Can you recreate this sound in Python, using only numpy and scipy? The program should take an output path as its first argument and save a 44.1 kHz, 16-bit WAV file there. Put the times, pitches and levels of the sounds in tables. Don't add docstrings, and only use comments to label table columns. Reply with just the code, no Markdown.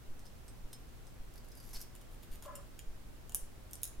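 import sys
import numpy as np
from scipy import signal
from scipy.fft import rfft, irfft, next_fast_len
from scipy.io import wavfile
from scipy.ndimage import map_coordinates

SR = 44100
rng = np.random.default_rng(int(sys.argv[2]) if len(sys.argv) > 2 else 0)


def pcm_store(signal):
    levels = np.round(np.clip(np.atleast_2d(signal), -1, 1) * 32767)
    wavfile.write(sys.argv[1], SR, levels.astype(np.int16).T)


N = 176400


def amp(db):
    return 10 ** (np.asarray(db) / 20)


def unit(x):
    return x / np.sqrt(np.mean(x ** 2) + 1e-20)


def norm(x):
    return x / np.sqrt(np.sum(x ** 2) + 1e-20)


def along(points, hz):
    point_hz, values = np.transpose(points)
    return np.interp(np.log(hz + 1), np.log(point_hz + 1), values)


def filtered(x, response):
    size = next_fast_len(N + SR // 2)
    return irfft(rfft(x, size) * response(np.fft.rfftfreq(size, 1 / SR)), size)[..., :N]


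def add(track, start, sound):
    part = track[max(round(start * SR), 0):][:len(sound)]
    part += sound[:len(part)]


def panned(x, db):
    return x * amp([[db / 2], [-db / 2]])


def wobble(rate):
    return map_coordinates(rng.standard_normal(int(N * rate / SR) + 4), [np.arange(N) * rate / SR])


def stroke(start, length, rise_s, fall_s):
    t = np.arange(N) / SR - start
    return np.clip(t / rise_s, 0, 1) * np.exp(-np.maximum(t - length, 0) / fall_s)


def ring(modes, size=8192):
    t = np.arange(size) / SR
    tones = 0
    for hz, db, ring_s in modes:
        gain = amp(db + rng.normal(0, 1.03))
        tones += gain * norm(amp(-60 * t / ring_s) * np.sin(2 * np.pi * (hz * t + rng.random())))
    return norm(tones)


def body(colour, modes, ring_db, size=8192):
    cepstrum = irfft(np.log(amp(along(colour, np.fft.rfftfreq(size, 1 / SR)))))
    cepstrum[1:size // 2] *= 2
    cepstrum[size // 2 + 1:] = 0
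    crack = norm(irfft(np.exp(rfft(cepstrum))))
    return norm(crack + amp(ring_db) * ring(modes))


def contacts(rows, colour, modes, ring_db, grit_db):
    track, t = np.zeros(N), np.arange(SR // 20) / SR
    for start, db, drag_s in rows:
        force = amp(grit_db) * norm(rng.standard_normal(len(t)) * np.exp(-t / drag_s))
        force[0] += 1
        add(track, start, amp(db) * norm(signal.fftconvolve(force, body(colour, modes, ring_db))))
    return track


def slips(per_second, spread_db):
    chance, size, sign = rng.random(N), rng.standard_normal(N), rng.choice([-1, 1], N)
    return (chance < per_second / SR) * sign * amp(spread_db * np.clip(size, -2, 2))


def friction(strokes, answer, points=6):
    slips_per_s, contact_s = 900, .00012
    effort = sum(amp(db) * stroke(start, length, rise_s=.0031, fall_s=.0045)
                 for start, length, db in strokes)
    t = np.arange(len(answer)) / SR
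    track = np.zeros(N)
    for _ in range(points):
        kicks = effort * unit(slips(slips_per_s / points, spread_db=2))
        force = rng.standard_normal(len(t)) * np.exp(-t / contact_s)
        one_slip = norm(signal.fftconvolve(answer, force)[:len(t)])
        track += signal.oaconvolve(kicks, one_slip)[:N]
    return track / np.sqrt(points)


def background():
    # frequency in Hz, relative level in dB.
    noise_colour = [(12, -44.5), (20, 3.5), (45, -5), (168, -16.5), (377, -21.5), (558, -25), (642, -25.5),
                    (897, -28.5), (1480, -31), (1610, -32), (2460, -35), (3250, -36.5), (4670, -38.5),
                    (14300, -42), (16000, -43)]
    # frequency in Hz, how alike left and right are (1 means the same).
    likeness = [(30, 0.52), (120, 0.079), (300, 0.084), (600, 0.14), (2000, 0.072), (12000, 0.056)]
    # pitch in Hz, average (rms) level in dB.
    hum_tones = [(120, -67), (239, -75.5), (360, -81)]

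    def mid_and_side(hz):
        angle = np.arccos(np.clip(along(likeness, hz), -1, 1)) / 2
        return amp(along(noise_colour, hz)) * [np.cos(angle), np.sin(angle)]

    mid, side = filtered(rng.standard_normal((2, N)), mid_and_side)
    t = np.arange(N) / SR
    hum = sum(amp(db) * np.sqrt(2) * np.sin(2 * np.pi * (hz * t + rng.random())) for hz, db in hum_tones)
    return amp(-51.5) * unit(np.array([mid + side, mid - side])) + hum


def thumps():
    lengths = [0.057, .021, .018, 0.021, 0.0217, 0.047, 0.0235, .024]
    first_s, period_s, low_cut_hz = .081, .5565, 1.45
    pulses = sum(stroke(first_s + k * period_s, length, rise_s=.0126, fall_s=.0095)
                 for k, length in enumerate(lengths))
    return amp(-36) * filtered(pulses, lambda hz: 1j * hz / (low_cut_hz + 1j * hz))


def room(x):
    # frequency in Hz, seconds the echo takes to fade by 60 dB.
    fade_times = [(300, 0.32), (3000, 0.41), (8000, 0.37), (15000, 0.16)]
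    wall_delay_s, early_db, early_s = .0045, 3, .011
    hz, t, bands = signal.stft(rng.standard_normal((2, SR // 2)), SR, nperseg=256)
    tail = signal.istft(bands * amp(-60 * t / along(fade_times, hz)[:, None]), SR, nperseg=256)[1]
    t = np.arange(tail.shape[1]) / SR
    echoes = np.sqrt(2) * norm(tail * (1 + amp(early_db) * np.exp(-t / early_s)))
    delayed = np.pad(x, (round(wall_delay_s * SR), 0))
    return signal.fftconvolve(delayed[None], echoes, axes=1)[:, :N]


def creak():
    # time in seconds, relative level in dB.
    rub_levels = [(2.43, -67), (2.438, -77), (2.448, -61.5), (2.49, -54.5), (2.506, -58), (2.562, -58.5),
                  (2.578, -76), (2.592, -60), (2.624, -77), (2.64, -70)]
    # pitch in Hz, relative level in dB, ring time in seconds.
    modes = [(640, -4, 0.02), (1015, 0, .04), (1130, -3, .025), (1270, -4.5, 0.031), (1380, -4, 0.083),
             (1680, -7, 0.03), (2000, -13, 0.017)]
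    # start and length in seconds, level in dB, pitch in Hz.
    groans = [(2.455, .033, -55, 585), (2.494, .01, -54, 625), (2.522, 0.028, -53, 576.5),
              (2.565, 0.035, -60, 568)]
    waver_hz, rough_db = 12.5, 3.5
    times, levels_db = np.transpose(rub_levels)
    level = amp(1 + np.interp(np.arange(N) / SR, times, levels_db, left=-120, right=-120))
    rub = level * unit(signal.fftconvolve(slips(per_second=400, spread_db=0), ring(modes))[:N])
    drift = np.cumsum(waver_hz * wobble(200))
    groan = np.zeros(N)
    for start, length, db, hz in groans:
        tone = np.sin(2 * np.pi * (hz * np.arange(N) + drift) / SR)
        groan += amp(db) * stroke(start, length, rise_s=.005, fall_s=.0095) * tone
    return rub + groan * amp(rough_db * wobble(150))


def clasp():
    # start in seconds, level in dB, drag time in seconds.
    swivel_ticks = [(3.711, -32, 0.0024), (3.733, -19.5, 0.0025), (3.755, -26.5, 0.0013),
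                    (3.818, -34, .001)]
    clinks = [(3.833, -8.5, .0009), (3.842, -25, .003), (3.8535, -21, 0.0027), (3.876, -26, .0012)]
    # frequency in Hz, relative level in dB.
    swivel_colour = [(400, -16), (2000, -19), (4200, -10), (5400, -8), (6600, -11), (8700, -2.5),
                     (11500, -0.5), (13000, -5), (14000, -11), (16000, -13)]
    clasp_colour = [(300, -13), (1200, -19), (2300, -11), (3100, -14), (5000, -10), (6800, -3.5),
                    (7800, -7), (9300, -7), (10200, 1.5), (12800, -1.5), (14300, -2), (16000, -5)]
    # pitch in Hz, relative level in dB, ring time in seconds.
    swivel_modes = [(5340, -5.5, 0.0074), (9400, -2, .012), (11100, 4, .008), (12900, -2, .012)]
    clasp_modes = [(2400, -17.5, 0.012), (3870, -7, 0.012), (5130, -4.5, 0.0084), (6540, 2, 0.0061),
                   (7130, -7, 0.021), (8200, -8, 0.0072), (10100, -3.5, .004), (11100, -7, 0.0055),
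                   (14000, -11, .012)]
    return (contacts(swivel_ticks, swivel_colour, swivel_modes, ring_db=-8, grit_db=6)
            + contacts(clinks, clasp_colour, clasp_modes, ring_db=-4, grit_db=-2))


def blade_ticks():
    # start in seconds, level in dB, drag time in seconds.
    touches = [(.194, -36.5, 0.0012), (.255, -36.5, 0.00092), (.260, -43, 0.00087), (.267, -37, 0.0018),
               (.481, -31, .012), (.7308, -26, .002), (.733, -28.5, 0.0026), (1.069, -36.5, 0.0043)]
    # frequency in Hz, relative level in dB.
    colour = [(500, -23), (2000, -7), (4500, -3), (6000, 0), (7200, -8), (9500, 1), (12500, -11),
              (16000, -12)]
    # pitch in Hz, relative level in dB, ring time in seconds.
    modes = [(5200, -1, .09), (6010, -3, .012), (6300, -11, .08), (8160, 3, .07), (11780, -4, .018)]
    return contacts(touches, colour, modes, ring_db=1, grit_db=-1)


def blade_in_slot():
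    # start in seconds, level in dB, drag time in seconds.
    catches = [(1.339, -37.5, 0.0022), (1.358, -35, 0.0011), (1.379, -35.5, 0.0027), (1.446, -40, .004),
               (1.486, -38.5, 0.0025), (1.518, -38, 0.0035), (1.553, -34.5, 0.0038), (1.573, -33, 0.009),
               (1.601, -33.5, 0.0055), (1.649, -46, .004), (1.691, -35, .008), (1.732, -29, 0.0017),
               (1.746, -28.5, 0.0017), (1.814, -23, 0.0024), (1.8255, -31, .002)]
    # start and length in seconds, level in dB.
    scrapes = [(1.62, .1, -63), (1.73, 0.044, -54.5), (1.785, .042, -57)]
    # frequency in Hz, relative level in dB.
    colour = [(500, -8), (3500, -13.5), (4800, -5.5), (7500, -4), (10200, -1.5), (12400, 2), (13600, -9),
              (16000, -12)]
    # pitch in Hz, relative level in dB, ring time in seconds.
    modes = [(4760, -3, .06), (5190, -5.5, 0.036), (6020, -1, .008), (10350, -1.5, .006),
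             (12600, -3, 0.0048)]
    return (contacts(catches, colour, modes, ring_db=-5, grit_db=7)
            + friction(scrapes, body(colour, modes, ring_db=-10)))


def blade_squeaks():
    # start and length in seconds, level in dB, pitch in Hz.
    bites = [(1.377, 0.0054, -60.5, 4730), (1.515, .007, -61, 5100), (1.569, 0.013, -64.5, 4900),
             (1.599, .01, -64, 4730), (1.738, .03, -56.5, 5280), (1.752, .026, -56.5, 4460),
             (1.745, 0.031, -60.5, 4890)]
    ring_s = .029
    track, t = np.zeros(N), np.arange(SR // 10) / SR
    for start, length, db, hz in bites:
        force = rng.standard_normal(len(t)) * (t < length)
        squeak = norm(signal.fftconvolve(force, ring([(hz, 0, ring_s)])))
        add(track, start, amp(db) * np.sqrt(length * SR) * squeak)
    return track


def blade_in_holder():
    # start in seconds, level in dB, drag time in seconds.
    knocks = [(1.952, -31.5, 0.0014), (1.961, -35.5, 0.0024), (2.013, -36.5, 0.0054),
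              (2.424, -28.5, 0.0044), (2.460, -34.5, 0.002), (2.554, -22, 0.0066), (2.7915, -25, 0.0017),
              (3.295, -28, 0.0014), (3.3215, -29, 0.0018)]
    # start and length in seconds, level in dB.
    slides = [(2.11, 0.037, -67.5), (2.224, 0.019, -62), (2.313, 0.045, -59.5), (2.425, 0.038, -61.5),
              (2.56, .02, -72)]
    # frequency in Hz, relative level in dB.
    colour = [(400, -5), (2000, -7.5), (3200, -8), (4600, -9), (7200, -7), (9500, 0.5), (11000, -5),
              (13200, -1), (16000, -19)]
    # pitch in Hz, relative level in dB, ring time in seconds.
    modes = [(2870, 0, .015), (3240, -5, .012), (5270, -4.5, .008), (7060, 3, .009), (9100, -30, .007),
             (9700, -10, .008)]
    return (contacts(knocks, colour, modes, ring_db=-3.5, grit_db=13)
            + friction(slides, body(colour, modes, ring_db=-10)))


def blade_snap():
    # start in seconds, level in dB, drag time in seconds.
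    snap = [(3.3472, -5, 0.00036)]
    # frequency in Hz, relative level in dB.
    colour = [(300, -27), (1200, -24), (2100, -28), (3200, -14), (4500, -15), (6300, -5.5), (8200, -5.5),
              (9500, -0.5), (11600, -3), (13100, 0), (14200, -7), (16000, -12)]
    # pitch in Hz, relative level in dB, ring time in seconds.
    modes = [(3120, -5.5, 0.018), (6370, -6, .02), (9460, -1.5, 0.023), (12300, -4, .03),
             (13100, -2, 0.028)]
    return contacts(snap, colour, modes, ring_db=-12.5, grit_db=-6.5)


def scene():
    blade = blade_ticks() + blade_in_slot() + blade_squeaks() + blade_in_holder() + blade_snap()
    near = blade + clasp() + creak()
    return panned(near, db=-.8) + amp(-3.5) * room(near) + thumps() + panned(background(), db=-.9)


def record(dry):
    return filtered(dry, lambda hz: hz < 15900)


dry = scene()
out = record(dry)
pcm_store(out)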